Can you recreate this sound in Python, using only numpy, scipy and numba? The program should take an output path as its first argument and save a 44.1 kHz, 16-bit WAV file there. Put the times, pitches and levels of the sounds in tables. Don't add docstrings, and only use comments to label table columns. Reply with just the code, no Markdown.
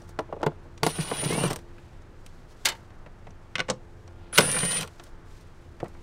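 import sys
import numpy as np
from scipy import signal
from scipy.fft import rfft, irfft
from scipy.io import wavfile
from scipy.ndimage import uniform_filter1d
from numba import njit

SR = 44100
rng = np.random.default_rng(int(sys.argv[2]) if len(sys.argv) > 2 else 0)


def linear_from_db(decibels):
    return 10 ** (np.asarray(decibels, float) / 20)


def pcm_store(signal):
    levels = np.round(np.clip(np.atleast_2d(signal), -1, 1) * 32767)
    wavfile.write(sys.argv[1], SR, levels.astype(np.int16).T)


N = 265570
TIME = np.arange(N) / SR
FREQ = np.maximum(np.arange(N // 2 + 1) * SR / N, 1)

# [t/s, electrical f/Hz]
MOTOR_SPEED = [
    [(.838, 10), (.866, 235), (.935, 311), (1.17, 316), (1.225, 452), (1.3, 507), (1.36, 572), (1.44, 601),
     (1.5, 580)],
    [(4.327, 5), (4.345, 175), (4.37, 427), (4.4, 486), (4.43, 546), (4.49, 579), (4.62, 611), (4.775, 644),
     (4.835, 610)],
]
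# [t/s, level/dB]
MOTOR_CURRENT = [
    [(.838, -42.5), (.92, -42), (1.16, -42), (1.2, -31), (1.24, -37), (1.3, -36), (1.46, -35.5),
     (1.48, -48)],
    [(4.328, -37.5), (4.345, -35), (4.4, -31), (4.5, -29.5), (4.77, -28), (4.793, -30)],
]
# [t/s, gear hiss level/dB, pressure on the cowl/dB]
SHAFT_LOAD = [
    [(.835, -36, -19), (.89, -40, -9), (.95, -44.5, -5), (1.15, -41, 0), (1.35, -38, 0.5), (1.43, -39, 4.5),
     (1.48, -41.5, 7), (1.52, -39, 7), (1.58, -75, 19.5)],
    [(4.331, -47.5, -7.5), (4.345, -39.5, -15.5), (4.37, -29, -18), (4.42, -34, -1.5), (4.5, -37, -1),
     (4.7, -38, -4), (4.83, -39, 0.5), (4.85, -52.5, 9), (4.9, -73, -4)],
]
# order in multiples of the speed, then level/dB under the lower sideband per burst
SIDEBAND_ORDERS = (-3, -.5, 0, .5, 2)
SIDEBAND_DB = [
    (-28, -21, -19, -43, -28),
    (-30.5, -30.5, -33.5, -22.5, -40.5),
]
# order (whole for poles, the rest tooth meshes), then level/dB per burst
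GEAR_TONE_ORDERS = (3, 3.28, 4, 4.72, 5, 6.32, 7.9, 9.48, 11.06, 12.64)
GEAR_TONE_DB = [
    (-49, -54, -43, -45, -46, -58, -63, -63, -65, -67),
    (-44, -47, -48, -46, -45, -60, -62, -61, -61, -62),
]
# [f/Hz, level/dB]
GEAR_CASE = [(1000, -14.5), (1800, -2), (3300, 0), (4500, 5.5), (8000, 1.5)]
# [t/s, length/s, depth/dB]
LOWER_SIDEBAND_FADES = [(1.335, 0.074, 7), (1.42, 0.078, 1.5)]
UPPER_SIDEBAND_FADES = [(.98, 0.34, 9.1), (1.2, .05, 16), (1.32, 0.11, 5.5), (1.42, .07, 22),
                        (4.4, 0.055, 7.2), (4.68, 0.41, 16), (4.68, .11, 14), (4.76, .1, 8)]
SECOND_SIDEBAND_FADES = [(.85, .1, 8), (1.22, 0.48, 14)]
# [t/s, length/s, depth/dB]
FIFTH_POLE_FADES = [
    (1.38, .08, 4),
    (4.55, .2, 12),
]
# [t/s, length/s, depth/dB]
GEAR_TONE_FADES = [
    (1.25, .24, 5),
    (1.51, 0.12, 18),
    (4.84, .13, 14),
]
# [t/s, length/s, level/dB]
SOCKET_CHATTER = [(.965, 0.033, 2), (1.008, 0.038, 7), (1.022, 0.035, 3), (1.1, 0.017, -2),
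                  (1.12, 0.022, -3), (1.136, 0.076, 2.5), (1.204, 0.033, 0), (1.247, 0.03, 7.5),
                  (1.3, 0.037, 1), (1.326, 0.011, 0.5), (1.443, 0.035, 1), (4.452, 0.014, 1.5),
                  (4.492, .015, 3), (4.513, 0.018, -1), (4.554, .015, 2.5), (4.587, .03, 2),
                  (4.632, 0.016, 4.5), (4.655, 0.023, 4.5), (4.715, .02, 2.5), (4.77, 0.046, 5)]
# [f/Hz, level/dB per Hz]
TOOL_SPECTRUM = [(100, -1.5), (170, 1.5), (350, -13), (600, -11.5), (1400, -18), (3000, -15), (5000, -19),
                 (7000, -26), (9000, -27), (11000, -28.5), (14000, -30), (16000, -32.5)]
# [hiss/dB, sizzle/dB]
TURN_SWELL = [
    (2.1, 16),
    (1.2, 5),
]
# [f/Hz, width/Hz, level/dB]
COWL_PEAKS = [(154, 39, 9.5), (356, 30, 5.5), (447.8, 36, 6.5), (744, 38, 0), (870, 77, 2), (1050, 200, 3),
              (1454, 14, 6.5), (1570, 27, -5), (2210, 130, -1), (2860, 140, 4)]
RIM_PEAKS = [(168.7, 43, 3.5), (505, 99, 9), (1060, 69, 6), (1410, 180, 8.5), (2080, 120, -3.5),
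             (2820, 100, 0)]
HOUSING_PEAKS = [(3006, 340, 2), (3900, 170, 1), (4100, 200, 2), (5780, 150, 6.5), (6150, 150, 1.5),
                 (8720, 1500, 9), (13820, 2200, 9)]
TRAY_PEAKS = [(400, 120, 6), (910, 80, 5), (1670, 120, 3), (2050, 200, 4), (2950, 250, 4), (3630, 200, 3),
              (4230, 250, 2.5)]
COVER_PEAKS = [(196, 29, 6), (337, 99, -6), (540, 32, -2), (1550, 130, -5), (8150, 3100, 10)]
# [t/s, level/dB, weight/dB, hardness/dB]; weight lifts the low ring, hardness the edge
COWL_RAPS = [(.189, -30.5, 16, -5), (.2907, -73, 41, 3), (.3256, -43, 25, -15), (.3647, -58.5, 31.5, -8),
             (.399, -61, 29, 0), (.4149, -49.5, 19, -2), (.4296, -29.5, 16.5, -6), (.5177, -58, 15, -23),
             (4.3865, -39, 32, 12)]
COWL_CLUNKS = [(.4631, -26, 11, -9), (.6532, -68, 29, -8), (.832, -21, -0.5, -0.5), (.8644, -23.5, 8.5, 4),
               (1.7812, -43, -5, -18), (4.3772, -13, -11, 3), (4.3838, -8.5, -3.5, 2),
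               (4.4055, -17.5, -5, -1.5)]
COVER_TAPS = [(3.0609, -42.5, -0.5, -22), (3.268, -46.5, 4, -13.5), (3.6835, -33, 1.5, -15),
              (3.688, -31, -11, -10), (3.699, -26, 1.5, 6), (3.712, -50, -10, 10), (3.735, -63, -12, 9),
              (5.801, -39, 0.5, -12), (5.8416, -46.5, 15, -14), (5.857, -45, 0, -26),
              (5.9487, -50.5, 2, -25)]
BOLT_BOUNCES = [(2.6505, -29, -6, 6.5), (2.6548, -14.5, -16.5, 5), (2.6614, -19.5, -21, 0.5),
                (2.6716, -21.5, -7, -5.5), (2.6862, -22.5, -12.5, 4), (2.6996, -30.5, -7, -7),
                (2.7196, -34.5, -2, -5.5), (2.7502, -43, -6, -6)]
LATCH_CLICKS = [(.0907, -57.5, 12, 6), (.205, -54, 0, -7), (.215, -69, 0, -12), (1.1115, -31.5, -2, -16),
                (1.503, -34, 8, -5), (1.51, -33.5, 1, -4), (1.5304, -39, -6, 6), (1.5594, -39.5, 4, 5),
                (1.5884, -51.5, 1, -3), (2.2623, -45, -14, -2.5), (4.3284, -33, -11.5, -20),
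                (4.8094, -36, -14.5, 4), (4.8294, -31, -21, -7), (4.8745, -41, -9, -6.5),
                (5.8814, -62.5, -5, 6), (5.037, -60, 2, 11.5), (5.8017, -60, 0, 2), (5.8416, -64, 0, 5),
                (5.41, -63, 0, 2.5), (5.472, -76, 3, 8.5), (4.455, -50, -10, 14), (4.515, -41.5, -10, 13.5),
                (4.586, -48, -12, 15), (4.65, -43.5, -12, 12), (4.712, -46, -10, 14), (4.744, -47, -14, 15)]
SOCKET_CLICKS = [(.0184, -64, 18, 11.5), (.0774, -78, 17, 16), (.7768, -49.5, -6, 3.5),
                 (2.0194, -77, 0, 20), (2.9038, -54, 1, -8), (3.3054, -61.5, 12, 8),
                 (3.5545, -18.5, -29, -14), (3.5824, -40.5, 5, -2), (3.593, -28, -4, -8),
                 (3.6022, -23.5, -14, -8.5), (4.0761, -52.5, 3, 1), (4.9965, -41.5, -0.5, -5),
                 (5.065, -57, 2, -3)]
# [t/s, knock level/dB, panel boom level/dB, ring level/dB]
COWL_BUMPS = [(0.984, -33.5, -18, -30.5), (1.113, -18.5, -28.5, -31), (1.228, -23.5, -29, -36),
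              (1.256, -30, -24, -30), (1.287, -35, -20, -47), (1.301, -23.5, -26, -49),
              (1.323, -24, -21, -28), (1.349, -24.5, -29, -42), (1.377, -17, -23, -31),
              (1.406, -20, -39, -42), (1.434, -15.5, -31, -27), (1.45, -27.5, -17.5, -44),
              (4.437, -37.5, -34.5, -47.5), (4.49, -38, -34.5, -21), (4.542, -43, -42.5, -29.5),
              (4.564, -29, -31, -20.5), (4.601, -38, -38, -27), (4.632, -29.5, -32, -24),
              (4.647, -41, -37, -39)]
# [t/s, level/dB, tilt/dB per octave]
COWL_EDGE_MODES = [(301, -9, 0.14), (648, 0, .045), (835, -8, 0.0646), (985, -13, 0.11), (1110, -24, -0.05),
                   (1372, 0, -0.02), (3370, -12, -0.0444)]
COWL_EDGE_HITS = [(.1897, -18, 1), (.178, -48, 0), (0.41, -35, -2.9), (.3655, -40.5, -1.6), (.2907, -54, 0),
                  (.4308, -27.5, -1), (.4358, -22.5, 0), (.5195, -39.5, -0.18)]
COWL_PANEL_MODES = [(159.4, 0.5, 0.11), (341, -7.5, 0.099), (451, -1.5, 0.08), (693, 0.5, 0.031),
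                    (880, -6.5, 0.036), (1110, -11, 0.065), (1409, -13.5, 0.048), (2075, -12, 0.015),
                    (3820, -15, 0.0079), (4520, -12, 0.013)]
COWL_PANEL_HITS = [(.4666, -21, 0.5), (.8322, -12.5, 3.5), (.8658, -14, 2), (.825, -42, -4), (.99, -35, -4),
                   (1.113, -36, -1), (1.437, -38, -6)]
COWL_RIM_MODES = [(170, -8, 0.1), (510, -11, 0.11), (1140, -12, 0.083), (1497, 2, 0.025), (2100, -4, .025),
                  (2232, -2.5, .025), (2502, -8, 0.036), (2874, -3, 0.024), (3580, -5.5, 0.021),
                  (3970, -10.5, 0.014), (5250, -14.5, 0.025)]
COWL_RIM_HITS = [(3.5548, -26, 1), (3.5824, -29, 1.5), (3.593, -25, 1), (3.6024, -19.5, 0.5),
                 (4.3778, -16.5, 2.5), (4.3838, -9, 2.5), (4.4062, -19.5, 0), (4.545, -30.5, -1.5),
                 (4.566, -27.5, -4.5), (4.631, -25.5, -5)]
STEEL_TRAY_MODES = [(362, -11, 0.067), (564, -15.5, 0.12), (850, -16.5, 0.3), (907, -13, 0.25),
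                    (1685, -6.5, .07), (1996, -11, .08), (2090, -0.5, 0.15), (2890, -10, 0.052),
                    (3000, -2, 0.099), (3650, -0.5, 0.083), (3960, -12, .08), (4340, -2, 0.064),
                    (4720, -8.5, 0.083), (7590, 3, 0.033)]
STEEL_TRAY_HITS = [(2.6553, -24.5, 0.5), (2.6585, -29.5, -0.4), (2.6716, -36, -4), (2.6862, -33.5, -1),
                   (2.6996, -37.5, -1)]
ENGINE_COVER_MODES = [(195, -3.5, 0.083), (452, -16.5, .06), (510, 0, .12), (860, -11, .04),
                      (1070, -7.5, 0.06), (1500, -13, 0.036)]
ENGINE_COVER_HITS = [(3.6878, -24.5, 2.4), (3.699, -21, 0.57), (4.385, -20.5, 0)]
ANVIL_RING_MODES = [(2250, -8, 0.05), (2450, -6.5, 0.2), (2920, -0.5, 0.14), (3110, -3, 0.03),
                    (3340, -3, 0.24), (3900, -3, 0.14)]
ANVIL_RING_HITS = [(.955, -42, -3), (1.012, -37, -1), (1.078, -41, -1.5), (1.138, -37, 0), (1.198, -42, 0),
                   (1.24, -37, -2.5), (1.29, -42, -6)]
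# [f/Hz, level/dB, t60/s]
SET_DOWN_MODES = [(165, -21.5, 0.04), (363, -18, 0.029), (495, -14, 0.022), (690, -20.5, 0.032)]
# [t/s, length/s, level/dB]
CLOTH_STROKES = [(0, 0.24, -65), (0.1, 0.069, -61), (.4, 1, -73.5), (1.59, 0.11, -62.5), (1.785, 0.55, -69),
                 (2.33, 0.44, -67.5), (2.512, 0.084, -62), (2.696, 0.38, -61.5), (4.05, 0.39, -71.5),
                 (4.912, 0.57, -64.5), (5.061, 0.098, -64), (5.356, 0.29, -63.5), (5.6, 0.35, -69),
                 (5.952, 0.71, -68.5)]
# [f/Hz, level/dB per Hz]
YARD_SPECTRUM = [(8.8, -33.5), (15, 13), (44, -6.5), (92, -4), (226, -17), (1550, -26.5), (8670, -59.5),
                 (16000, -91)]
# [t/s, level/dB]
HUM_TONES = [(86.1, -60), (172.3, -73), (259, -73), (344.5, -63), (430.7, -73), (516.8, -76.5),
             (866.7, -75)]
HUM_COURSE = [(0, 7), (.6, 2.5), (1.7, 5.5), (2.2, -6), (3.6, -1.5), (3.85, 5.5), (4.4, 5), (5, 1),
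              (6.02, 1)]

SWITCHING_HZ = 9941
GEAR_RATIO = 20.0
# anvil position at the start in turns, then levels in dB
RATTLE_START = (0.4, 0.43)
UPPER_DB, SECOND_DB = (-8, -3), (-7, -18.5)
BOOM_DB, SIZZLE_DB = (-4.5, 0), (-15.5, -14.5)
POLE_DB_PER_DECADE, TOOTH_DB_PER_DECADE = 35, 8
PATCHY_DB = 1.7
THUD_S, THUD_PUSH_S = 5.8298, 0.001
CLOTH_DB = -72.5
SQUEAK_S, SQUEAK_LENGTH_S, SQUEAK_DB = 4.21, 0.36, -64
SQUEAK_HZ, SQUEAK_SAG_HZ_PER_S = 1400, 130
PASSING_S, PASSING_LENGTH_S, PASSING_DB = 4.27, 0.4, -65
YARD_DB, HISS_DB = -46, -93.5
BONNET_T60_S, BONNET_DB = 0.15, -22


def driver():
    lower_lost = fades(LOWER_SIDEBAND_FADES)
    upper_lost = fades(UPPER_SIDEBAND_FADES)
    second_lost = fades(SECOND_SIDEBAND_FADES)
    gear_gain = linear_from_db(-fades(GEAR_TONE_FADES))
    pole_lost = fades(FIFTH_POLE_FADES)
    out = 0
    for k, run in enumerate(MOTOR_SPEED):
        turning, (speed,) = curves(run)
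        turns = np.cumsum(speed * (TIME > run[0][0])) / SR
        powered, (current_db,) = curves(MOTOR_CURRENT[k])
        lower_db = current_db - lower_lost
        upper_db = current_db + UPPER_DB[k] - upper_lost
        second_db = current_db + SECOND_DB[k] - second_lost
        out = out + whistle(powered, turns, SIDEBAND_DB[k], lower_db, upper_db, second_db)
        out = out + gears(turning * gear_gain, speed, turns, GEAR_TONE_DB[k], pole_lost)
        shake = [(s, db + press + BOOM_DB[k], db + press, db, db + SIZZLE_DB[k])
                 for s, db, press in SHAFT_LOAD[k]]
        rattle = turns / GEAR_RATIO + RATTLE_START[k]
        out = out + shaking(shake, rattle, (COWL_PEAKS, RIM_PEAKS)[k], *TURN_SWELL[k])
    return out


def whistle(gate, turns, side_db, lower_db, upper_db, second_db):
    def tone(order):
        return np.sqrt(2) * np.sin(2 * np.pi * (SWITCHING_HZ * TIME + order * turns + rng.random()))

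    out = linear_from_db(lower_db + 1.0 * walk(27)) * tone(-1)
    out += linear_from_db(upper_db + 1.5 * walk(25)) * tone(1)
    out += linear_from_db(second_db + 2.0 * walk(30)) * tone(-2)
    for order, db in zip(SIDEBAND_ORDERS, side_db):
        out += linear_from_db(lower_db + db + 3.0 * walk(27)) * tone(order)
    return gate * out


def gears(gate, speed, turns, gear_db, lost_db):
    out = 0
    for order, db in zip(GEAR_TONE_ORDERS, gear_db):
        is_pole = order % 1 == 0
        rate, growth_db = (30, POLE_DB_PER_DECADE) if is_pole else (90, TOOTH_DB_PER_DECADE)
        wobble = 0.1 * order * walk(rate)
        flicker_db = 3 * walk(rate) - lost_db * (order == 5)
        speed_db = growth_db * np.log10(speed / 600)
        level_db = db + tilt(order * speed, GEAR_CASE) + speed_db + flicker_db
        out = out + linear_from_db(level_db) * np.sin(2 * np.pi * order * turns + wobble)
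    return gate * np.sqrt(2) * out


def shaking(table, rattle, body, hiss_swell_db, sizzle_swell_db):
    gate, levels = curves(table)
    colour = linear_from_db(tilt(FREQ, TOOL_SPECTRUM)) * peaks(FREQ, body + HOUSING_PEAKS)
    swell = np.exp(1.3 * (np.cos(2 * np.pi * rattle) - 1)) - 0.4
    chatter_db = fades(SOCKET_CHATTER)
    moves_db = [1.1 * swell, 1.1 * swell + 0.28 * chatter_db,
                hiss_swell_db * swell + chatter_db, sizzle_swell_db * swell]
    # (low edge Hz, high edge Hz, flicker dB, grain spread dB)
    parts = [(110, 300, 1.2, 1.5), (300, 1350, 1.2, 2.2), (1350, 10800, 0.8, 2.5), (10800, 17500, 1.3, 2)]
    out = 0
    for level_db, move_db, (lo_hz, hi_hz, flicker_db, grain_db) in zip(levels, moves_db, parts):
        grains = rng.standard_normal(N) * linear_from_db(grain_db * walk(400))
        noise = shaped(grains, colour * band(lo_hz, hi_hz))
        out = out + linear_from_db(level_db + move_db + flicker_db * walk(50)) * noise
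    return gate * patchy(out)


def patchy(x):
    z = signal.stft(x, nperseg=512)[2]
    field = uniform_filter1d(rng.standard_normal(z.shape), size=6, axis=0)
    field = uniform_filter1d(field, size=4, axis=1)
    return signal.istft(z * linear_from_db(PATCHY_DB * unit(field)), nperseg=512)[1][:N]


def handling():
    knocks = contact(COWL_RAPS, boom_db=-25.5, top_db=-10) + contact(COWL_CLUNKS, boom_db=-9, top_db=-2)
    bumps = [(s, mid_db, boom_db, body_db, mid_db - 36, mid_db - 47)
             for s, body_db, boom_db, mid_db in COWL_BUMPS]
    taps = contact(COVER_TAPS, boom_db=-10, top_db=-23)
    bounces = contact(BOLT_BOUNCES, boom_db=-25.5, top_db=-4.5)
    clicks = contact(LATCH_CLICKS, boom_db=-6, top_db=-5) + contact(SOCKET_CLICKS, boom_db=-5.5, top_db=-27)

    out = blows(knocks, COWL_PEAKS, ring_s=0.051, slope=0.32, spread_s=0.0011, gain_db=-0.36)
    out += blows(bumps, COWL_PEAKS, ring_s=0.036, slope=0.31, spread_s=0.0039, gain_db=0.6)
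    out += blows(taps, COVER_PEAKS, ring_s=0.077, slope=0.65, spread_s=0.0012, gain_db=1.0)
    out += blows(bounces, TRAY_PEAKS, ring_s=0.092, slope=0.29, spread_s=0.0006, gain_db=-3.5)
    out += blows(clicks, HOUSING_PEAKS, ring_s=0.052, slope=0.42, spread_s=0.00068, gain_db=2.9)

    out -= rings(COWL_EDGE_HITS, COWL_EDGE_MODES)
    out -= rings(COWL_PANEL_HITS, COWL_PANEL_MODES)
    out += rings(COWL_RIM_HITS, COWL_RIM_MODES)
    out += rings(ENGINE_COVER_HITS, ENGINE_COVER_MODES)
    out += rings(STEEL_TRAY_HITS, STEEL_TRAY_MODES)
    out += rings(ANVIL_RING_HITS, ANVIL_RING_MODES)
    return out + thud()


def contact(table, boom_db, top_db):
    return [(s, db, db + weight + boom_db, db + weight, db + hard, db + hard + top_db)
            for s, db, weight, hard in table]


def blows(table, body, ring_s, slope, spread_s, gain_db):
    out, count = np.zeros(N), 300
    grid = 120 + 15800 * (np.arange(count) / count) ** 2
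    share = np.sqrt(np.gradient(grid) / grid)
    for s, mid_db, boom_db, body_db, edge_db, top_db in table:
        detune, spread, delay, sign = rng.random((4, count))
        hz = grid * (1 + 0.02 * (detune - 0.5))
        resonance = peaks(hz, body)
        colour = tilt(hz, [(170, boom_db), (600, body_db), (2200, mid_db), (6200, edge_db), (13000, top_db)])
        size = linear_from_db(colour + gain_db) * share * resonance * linear_from_db(3.8 * (spread - 0.5)) * np.sign(sign - 0.5)
        t60 = ring_s * (hz / 1000) ** -slope * resonance ** 0.33
        start = ((s - spread_s * np.log(delay)) * SR).astype(np.int64)
        add(out, start, decay_pole(hz, t60), np.exp(-2 * hz / SR), size + 0j, (t60 * SR).astype(np.int64))
    return out


def rings(hits, modes):
    out = np.zeros(N)
    hz, mode_db, t60 = np.transpose(modes)
    t60 = np.maximum(t60, 0.008)
    pole, length = decay_pole(hz, t60), (t60 * SR).astype(np.int64)
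    for s, db, tilt_db in hits:
        size = linear_from_db(db + mode_db + tilt_db * np.log2(hz / 1000)) + 0j
        add(out, np.full(len(hz), int(s * SR)), pole, np.exp(-4 * hz / SR), size, length)
    return out


def thud():
    t = np.maximum(TIME - THUD_S, 0)
    out = 0
    for hz, db, t60 in SET_DOWN_MODES:
        out = out + linear_from_db(db) * np.exp(-np.log(1000) * t / t60) * np.sin(2 * np.pi * hz * t)
    return (1 - np.exp(-t / THUD_PUSH_S)) * out


def decay_pole(hz, t60):
    return np.exp(2j * np.pi * hz / SR - np.log(1000) / (t60 * SR))


@njit
def add(out, start, pole, rise, size, length):
    for k in range(len(start)):
        z, lack = size[k], 1.0
        for i in range(start[k], min(start[k] + length[k], len(out))):
            out[i] += z.imag * (1 - lack)
            z *= pole[k]
            lack *= rise[k]


def rustle():
    level = linear_from_db(CLOTH_DB)
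    for s, length_s, db in CLOTH_STROKES:
        level = level + (linear_from_db(db) - linear_from_db(CLOTH_DB)) * hump(s, length_s)
    grit = rng.standard_normal(N) * linear_from_db(1.2 * walk(130))
    colour = (band(3000, 7900) + linear_from_db(-13.5) * band(9500, 19000)) * (FREQ / 5000) ** -0.5
    return level * shaped(grit, colour)


def squeak():
    t = TIME - SQUEAK_S
    phase = 2 * np.pi * (SQUEAK_HZ - SQUEAK_SAG_HZ_PER_S * t / 2) * t
    return linear_from_db(SQUEAK_DB) * hump(SQUEAK_S, SQUEAK_LENGTH_S) * np.sin(phase)


def passing():
    noise = shaped(rng.standard_normal(N), band(1500, 3500))
    return linear_from_db(PASSING_DB) * hump(PASSING_S, PASSING_LENGTH_S) * noise


def yard():
    spectrum = rfft(rng.standard_normal(N)) * linear_from_db(tilt(FREQ, YARD_SPECTRUM))
    noise = 0
    for hz in 16 * 2.0 ** np.arange(10):
        octave = np.cos(np.pi / 2 * np.clip(np.log2(FREQ / hz / 1.4), -1, 1)) ** 2
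        noise = noise + irfft(spectrum * octave, N) * linear_from_db(1.0 * walk(5.4))
    hum = 0
    for hz, db in HUM_TONES:
        phase = 2 * np.pi * hz * TIME + 0.94 * walk(5.0)
        hum = hum + linear_from_db(db + 2.1 * walk(3.4)) * np.sqrt(2) * np.sin(phase)
    hum_db = curves(HUM_COURSE)[1][0]
    return linear_from_db(YARD_DB) * unit(noise) + hum * linear_from_db(hum_db)


def hiss():
    return linear_from_db(HISS_DB) * shaped(rng.standard_normal(N), band(7000, 20000))


def unit(x):
    return x / np.sqrt(np.mean(x ** 2))


def tilt(hz, points):
    f, db = np.transpose(points)
    return np.interp(np.log(hz), np.log(f), db)


def band(lo_hz, hi_hz):
    return 1 / np.sqrt((1 + (lo_hz / FREQ) ** 8) * (1 + (FREQ / hi_hz) ** 8))


def peaks(hz, modes):
    return linear_from_db(sum(db / (1 + (2 * (hz - f) / w) ** 2) for f, w, db in modes))


def shaped(x, gain):
    return unit(irfft(rfft(x) * gain, N))


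def walk(rate):
    k = int(SR / rate)
    steps = np.repeat(rng.standard_normal(4096)[:N // k + 1], k)
    return 1.3 * uniform_filter1d(uniform_filter1d(steps, k), k)[:N]


def curves(table):
    s, *columns = np.transpose(table)
    gate = uniform_filter1d(1.0 * ((TIME > s[0]) & (TIME < s[-1])), size=220)
    return gate, [np.interp(TIME, s, c) for c in columns]


def hump(s, length_s):
    return np.cos(np.pi * np.clip((TIME - s) / length_s, -0.5, 0.5)) ** 2


def fades(table):
    return sum(db * hump(s, length_s) for s, length_s, db in table)


def scene():
    near = irfft(rfft(handling() + driver()) * band(78, 13500), N)
    t = TIME[:SR // 3]
    tail = rng.standard_normal(len(t)) * np.exp(-np.log(1000) * t / BONNET_T60_S) * (t > 0.004)
    tail = signal.lfilter([1], [1, -0.6], tail)
    wet = signal.fftconvolve(near, tail / np.sqrt(np.sum(tail ** 2)))[:N]
    return (near + linear_from_db(BONNET_DB) * wet + rustle() + squeak() + passing() + yard() + hiss())[None]


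def low_pass(x):
    return signal.sosfilt(signal.butter(12, 16520, fs=SR, output="sos"), x)


def record(dry):
    rounded = np.tanh(0.58 * dry) / 0.62
    top = linear_from_db(-24) * band(1, 16400) ** 8 + 1 / np.sqrt(1 + (FREQ / 15800) ** 260)
    mix = irfft(rfft(rounded) * top, N)
    return low_pass(mix)


dry = scene()
out = record(dry)
pcm_store(out)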